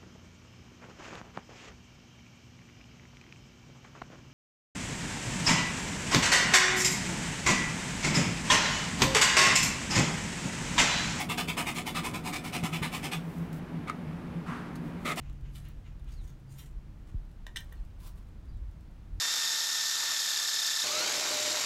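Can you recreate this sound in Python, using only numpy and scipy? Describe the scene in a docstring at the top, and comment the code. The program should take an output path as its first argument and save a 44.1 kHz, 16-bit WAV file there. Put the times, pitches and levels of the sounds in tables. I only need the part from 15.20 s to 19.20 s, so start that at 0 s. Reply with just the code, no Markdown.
"""A quiet garden, one microphone near a crate of dry soil. A steel trowel scrapes through it, grains
rasping on the blade among soft rubs, short ticks and trickling crumbs. The trowel is laid on stone
with a clink and a clatter, then a big plastic bottle scuffs the ground as it is tipped up.
Far off a small bird whistles; low rumble, a distant engine and one dull bump lie under it all."""
import sys
import numpy as np
from scipy import signal
from scipy.fft import rfft, irfft, next_fast_len
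from scipy.io import wavfile
from scipy.ndimage import map_coordinates

SR = 44100
rng = np.random.default_rng(int(sys.argv[2]) if len(sys.argv) > 2 else 0)


def generate_wav(sig):
    """Save sig (samples, or channels by samples) to the path in sys.argv[1] as 16-bit PCM at SR."""
    pcm = np.round(np.clip(np.atleast_2d(sig).T, -1, 1) * 32767).astype(np.int16)
    wavfile.write(sys.argv[1], SR, pcm)


N = 176400

# spectrum of dry soil grains: frequency_hz, level_db
SOIL_SPECTRUM = [(400, -1.5), (1200, 9.5), (2000, 7.5), (3400, 7.5), (5000, 1.5), (7000, 2.5), (10000, 0),
                 (15500, -6)]
# modes of the steel blade: pitch_hz, level_db, t60_s
BLADE_MODES = [(1563, -8, .11), (1780, -3.5, .14), (1879, -1.5, .27), (1971, -6, .1), (2363, -9, .14),
               (2838, -5, .12), (3043, -5, .1), (3626, -3.5, .15), (4030, 0, .06), (5277, -3, .085),
               (6125, -2, .08), (8470, 0, .065), (10190, -10, .075), (12200, -8, .05), (14390, -14, .07)]


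def amp(db):
    """Decibels to gain."""
    return 10 ** (np.asarray(db) / 20)


def unit(x):
    """Scale to rms 1."""
    return x / np.sqrt(np.mean(x ** 2) + 1e-20)


def clock():
    """The time of every sample."""
    return np.arange(N) / SR


def along(points, hz):
    """Interpolate (Hz, value) points on a log axis."""
    f, v = np.transpose(points)
    return np.interp(np.log(hz + 1), np.log(f), v)


def wobble(rate):
    """A smooth random curve, rate knots a second."""
    return map_coordinates(rng.standard_normal(1200), [clock() * rate + 2], mode="mirror")


def filtered(x, response):
    """x times a response of frequency."""
    m = next_fast_len(len(x) + 8192)
    return irfft(rfft(x, m) * response(np.fft.rfftfreq(m, 1 / SR)), m)[:len(x)]


def coloured(x, spectrum):
    """x with the given spectrum, at rms 1."""
    return unit(filtered(x, lambda hz: amp(along(spectrum, hz))))


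def tilted(x, slope_db):
    """x brightened by so many dB per octave, at rms 1."""
    return unit(filtered(x, lambda hz: amp(slope_db * np.log2(np.maximum(hz, 800) / 4000))))


def ragged(x, depth_db):
    """x through many fine random peaks and notches, as near reflections make them."""
    knots = rng.standard_normal(400)
    return unit(filtered(x, lambda hz: amp(depth_db * map_coordinates(knots, [hz / 90], mode="mirror"))))


def add(track, s, x):
    """Mix x into the track at time s."""
    start = max(round(s * SR), 0)
    track[start:start + len(x)] += x[:N - start]


def swell(peak_s, rise_s, fall_s):
    """A stroke's envelope: 20 dB up over the rise, 20 dB down over the fall."""
    t = clock() - peak_s
    return amp(-20 * np.maximum(-t / rise_s, t / fall_s))


def grains(rate, spread_db):
    """Random tiny impacts of uneven size."""
    impacts = (rng.random(N) < rate / SR) * rng.choice([-1, 1], N)
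    return unit(impacts * amp(spread_db * rng.standard_normal(N)))


def burst(spectrum, slope_db, t60):
    """A short crack of coloured noise."""
    t = np.arange(8192) / SR
    noise = ragged(coloured(rng.standard_normal(len(t)), spectrum), depth_db=4)
    return tilted(noise, slope_db) * amp(-60 * t / t60)


def background():
    """The bed of the garden: uneven deep rumble, steady outdoor air and a faint hum."""
    # rise and fall of the rumble: time_s, relative_level_db
    rumble_levels = [(0, -43), (.65, -44.5), (1.05, -44.5), (1.2, -54), (1.45, -50), (1.65, -47),
                     (1.85, -49.5), (2.9, -45), (3.1, -49), (3.4, -43), (3.75, -52.5), (4, -38)]
    # spectrum of the rumble: frequency_hz, level_db
    rumble_spectrum = [(10, -15.5), (25, -5.5), (40, 1), (60, -5), (100, -12), (160, -28.5), (300, -36.5),
                       (600, -81)]
    # spectrum of the air: frequency_hz, level_db
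    air_spectrum = [(40, -8), (75, 2.5), (110, 2), (165, 0.5), (230, -6), (400, -16), (700, -20),
                    (1400, -24.5), (3000, -31.5), (6000, -37.5), (10000, -44), (15500, -46)]
    rumble_db = 2 + np.interp(clock(), *np.transpose(rumble_levels))
    rumble = coloured(rng.standard_normal(N), rumble_spectrum) * amp(rumble_db)
    air = coloured(rng.standard_normal(N), air_spectrum) * amp(-54 + 0.1 * wobble(3.79))
    hum_hz = 319.4 + 1.6 * wobble(5.96)
    hum = amp(-69 + 1.8 * wobble(5)) * np.sin(2 * np.pi * np.cumsum(hum_hz) / SR)
    return rumble + air + hum


def engine():
    """A distant engine carries as one low, wavering tone that swells and recedes."""
    # course of the drone: time_s, pitch_hz, level_db
    drone = [(.42, 140.3, -46.5), (.6, 142.1, -57), (.85, 138.1, -47.5), (1.05, 131.6, -56.5),
             (1.3, 134.4, -48.5), (1.6, 133.8, -57.5), (1.8, 134, -63)]
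    s, hz, db = np.transpose(drone)
    level_db = np.interp(clock(), s, db) + 2.2 * wobble(9.03)
    pitch_hz = np.interp(clock(), s, hz) + wobble(10)
    return amp(level_db) * np.sin(2 * np.pi * np.cumsum(pitch_hz) / SR)


def rubbing():
    """Soft, dull brushing close by, about five rubs a second."""
    # rubs between the strokes: peak_s, rise_s, fall_s, level_db
    rubs = [(.06, 0.21, 0.2, -66), (.255, 0.026, 0.16, -65.5), (.46, 0.049, 0.12, -62.5),
            (0.667, 0.041, 0.093, -63), (.87, 0.031, 0.25, -69)]
    # their spectrum: frequency_hz, level_db
    spectrum = [(600, -5), (1400, -1), (2100, 1), (3000, 1.5), (3800, -8), (5200, -15), (6900, -9),
                (9000, -35)]
    brush = ragged(coloured(rng.standard_normal(N), spectrum), depth_db=-1.5)
    return brush * sum(amp(db) * swell(s, rise, fall) for s, rise, fall, db in rubs)


def ticks():
    """Short bright ticks: grit in the soil, and the sharp top of the trowel striking stone."""
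    # ticks of grit and of steel on stone: start_s, level_db, brightness_db_per_octave
    timed_ticks = [(0.097, -56, -2), (0.452, -58, 5), (.486, -46, 17), (.796, -63, -0.5), (1.46, -58.5, 0),
                   (2.267, -50.5, 3), (2.405, -47, 14), (2.526, -46.5, 15.5), (2.874, -47, 15)]
    strays_per_s, stray_db, stray_slope = 7, -68, 3  # fainter crumbs at random times
    draws = rng.random((round(strays_per_s * N / SR), 2))
    strays = [(when * N / SR, stray_db + 10 * (size - .5), stray_slope) for when, size in draws]
    out = np.zeros(N)
    for s, db, slope in timed_ticks + strays:
        add(out, s, amp(db) * burst(SOIL_SPECTRUM, slope, t60=.022))
    return out


def resonance(hz, centre, width):
    """The response of one damped mode."""
    return 1j * hz * width / (centre ** 2 - hz ** 2 + 1j * hz * width)


def buried_blade(frequencies):
    """The blade's modes, damped and detuned by soil and weighted anew by where the grains touch."""
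    response = 0
    for hz, db, _ in BLADE_MODES:
        gain = amp(db + np.log2(hz / 4000) + rng.normal(0, 2))  # soil chokes the low modes most
        detuned_hz = hz * rng.normal(1, .03)
        response += gain * resonance(frequencies, detuned_hz, width=130 * np.sqrt(hz / 4000))
    return response


def digging():
    """Grains rasp along the blade and excite its damped resonances, differently at each depth."""
    # strokes in the soil: peak_s, rise_s, fall_s, level_db, brightness_db_per_octave, ring_hz
    strokes = [(.357, 0.012, 0.05, -55, 1, 3500), (0.368, 0.06, 0.11, -59.5, 1.5, 11200),
               (.47, 0.063, 0.14, -67, -3, 4060), (0.892, 0.022, .06, -62.5, -1.5, 3100),
               (0.924, 0.03, 0.068, -60.5, 0, 4700), (1.045, .05, .03, -64.5, 2, 6900),
               (1.079, 0.018, 0.07, -61, 0.5, 6550), (1.32, 0.048, 0.13, -63, 1.5, 6900),
               (1.393, 0.035, 0.076, -55, 3, 13200), (1.432, 0.035, 0.06, -60.5, 0, 7400),
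               (1.463, .01, 0.042, -65, 1, 8000)]
    steel_db, ring_db = -12, -8
    out = np.zeros(N)
    for s, rise, fall, db, slope, ring_hz in strokes:
        start = max(s - .2, 0)
        span = slice(round(start * SR), round(start * SR) + SR // 2)
        grit = grains(rate=2400, spread_db=3.5)[span]
        steel = amp(steel_db) * unit(filtered(grit, buried_blade))
        rasp = ragged(tilted(coloured(grit, SOIL_SPECTRUM) + steel, slope), depth_db=5.5)
        ring = amp(ring_db) * unit(filtered(grit, lambda hz: resonance(hz, ring_hz, width=450)))
        add(out, start, amp(db) * swell(s, rise, fall)[span] * unit(rasp + ring))
    return out * amp(1.5 * wobble(120))  # the level flickers


def trickle():
    """Loose crumbs fall off the blade and settle."""
    # spills of soil: peak_s, rise_s, fall_s, level_db
    spills = [(.6, .12, 0.13, -78), (1.892, 0.056, 0.049, -65.5), (2.49, 0.18, 0.42, -68.5)]
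    crumbs = tilted(coloured(grains(rate=1500, spread_db=3.5), SOIL_SPECTRUM), slope_db=-2.0)
    return crumbs * sum(amp(db) * swell(s, rise, fall) for s, rise, fall, db in spills)


def bird():
    """A small bird far off: thin, mostly falling whistles with a slight quaver."""
    # whistles: start_s, length_s, start_hz, end_hz, level_db
    notes = [(.938, .098, 4850, 3350, -65.5), (1.265, .06, 4700, 4850, -73), (2.55, .06, 4600, 3900, -74),
             (3.275, .05, 4800, 4760, -71), (3.305, .1, 4150, 3550, -77)]
    out = np.zeros(N)
    for s, length, start_hz, end_hz, db in notes:
        progress = np.linspace(0, 1, int(length * SR))
        quaver = 1 + 0.0168 * wobble(569)[:len(progress)]
        hz = (start_hz + (end_hz - start_hz) * progress) * quaver
        add(out, s, amp(db) * np.sin(np.pi * progress) * np.sin(2 * np.pi * np.cumsum(hz) / SR))
    return out


def surges():
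    """The deep rumble swells for a few cycles now and then."""
    # bass swells: peak_s, length_s, pitch_hz, level_db
    swells = [(1.006, .14, 42.4, -36), (1.57, 0.1015, 40.1, -33), (2.61, 0.062, 44, -32.5),
              (3.36, 0.0905, 53.5, -36), (3.456, 0.13, 44.7, -34)]
    out = np.zeros(N)
    for s, length, hz, db in swells:
        t = np.arange(int(length * SR)) / SR
        tone = np.sin(2 * np.pi * (hz * t + rng.random()))
        add(out, s - length / 2, amp(db) * np.hanning(len(t)) * tone)
    return out


def bump():
    """A dull bump whose pitch drops at once into the deep bass."""
    start_s, length_s, level_db = 1.943, 0.081, -26.5
    start_hz, end_hz, sag_s = 221, 30.5, 0.0075
    out, t = np.zeros(N), np.arange(int(length_s * SR)) / SR
    hz = end_hz + (start_hz - end_hz) * np.exp(-t / sag_s)
    envelope = (1 - np.exp(-t / 0.0046)) * np.cos(np.pi / 2 * t / length_s)
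    add(out, start_s, amp(level_db) * envelope * np.sin(2 * np.pi * np.cumsum(hz) / SR))
    return out


def trowel_on_stone():
    """Each contact with the stone chokes the ring before it, cracks and rings the blade anew."""
    # contacts: start_s, ring_db, crack_db, crack_t60_s, brightness_db_per_octave
    knocks = [(2.2667, -53.5, -37.5, 0.016, -5), (2.3598, -38.5, -37.5, 0.043, -1.5),
              (2.366, -47.5, -40.5, 0.025, 4), (2.3702, -49.5, -33.5, 0.028, 2),
              (2.387, -56, -50, 0.032, 3), (2.405, -52, -53, .03, -4.5), (2.444, -74, -55, 0.026, 18),
              (2.5236, -58.5, -51.5, 0.031, -6.5)]
    # spectrum of steel striking stone: frequency_hz, level_db
    crack_spectrum = [(300, -5.5), (1050, -10), (1550, 1), (1850, 9), (2450, -14), (3200, 3), (4000, 4.5),
                      (4600, -15.5), (5600, -3), (7000, -5.5), (9200, -15), (15500, -23)]
    choke_db, choke_s, attack_s = -9, .002, .00025
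    blade, cracks, t = np.zeros(N), np.zeros(N), np.arange(SR // 2) / SR
    for s, ring_db, crack_db, crack_t60, slope in knocks:
        blade *= amp(choke_db * np.clip((clock() - s) / choke_s, 0, 1))
        dulling = 1.7 * min(slope, 0)  # a soft contact barely wakes the high modes
        ring = 0
        for hz, db, t60 in BLADE_MODES:
            mode_db = db + dulling * np.log2(hz / 2000) + rng.normal(0, 0.61)
            ring += amp(mode_db - 60 * t / t60) * np.sin(2 * np.pi * (hz * t + rng.random()))
        add(blade, s, amp(ring_db) * ring * (1 - np.exp(-t / attack_s)))
        add(cracks, s, amp(crack_db) * burst(crack_spectrum, slope, crack_t60))
    return blade + cracks


def bottle():
    """The bottle's thin plastic base drags over grit."""
    # scuffs on the ground: peak_s, rise_s, fall_s, level_db
    scuffs = [(2.805, 0.018, 0.053, -63), (2.837, 0.022, 0.039, -62.5), (2.87, 0.037, 0.053, -54.5),
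              (2.981, 0.024, 0.036, -64.5)]
    # spectrum of the scraped plastic: frequency_hz, level_db
    spectrum = [(250, -2), (450, 2), (700, -4), (1000, 6), (1700, -6), (3500, -1), (7000, -6), (11000, -5),
                (15500, -7.5)]
    rasp = coloured(grains(rate=3500, spread_db=-1.5), spectrum)
    return rasp * sum(amp(db) * swell(s, rise, fall) for s, rise, fall, db in scuffs)


def garden(x, wet_db, direct_db=0):
    """x plus its short scatter from steps, wall and plants."""
    # decay of the scatter: frequency_hz, t60_s
    decay = [(200, 0.67), (2000, 0.15), (6000, 0.17), (15000, 0.13)]
    hz, t, noise = signal.stft(rng.standard_normal(SR // 2), SR, nperseg=256)
    tail = signal.istft(noise * amp(-60 * t / along(decay, hz)[:, None]), SR, nperseg=256)[1]
    scatter = signal.fftconvolve(np.pad(x, (200, 0)), tail / np.linalg.norm(tail))[:N]
    return amp(direct_db) * x + amp(wet_db) * scatter


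def scene():
    """The work close up, the far bird with more of the garden's scatter, the low sounds beneath."""
    work = rubbing() + ticks() + digging() + trickle() + trowel_on_stone() + bottle()
    near = garden(work, wet_db=-7.5)
    far = garden(bird(), wet_db=-4, direct_db=-0.5)
    return (near + far + background() + engine() + surges() + bump())[None]


def record(dry):
    """One microphone into a recorder that keeps nothing above its band limit."""
    top_hz = 15850
    return filtered(dry[0], lambda hz: hz < top_hz)[None]


dry = scene()
out = record(dry)
generate_wav(out)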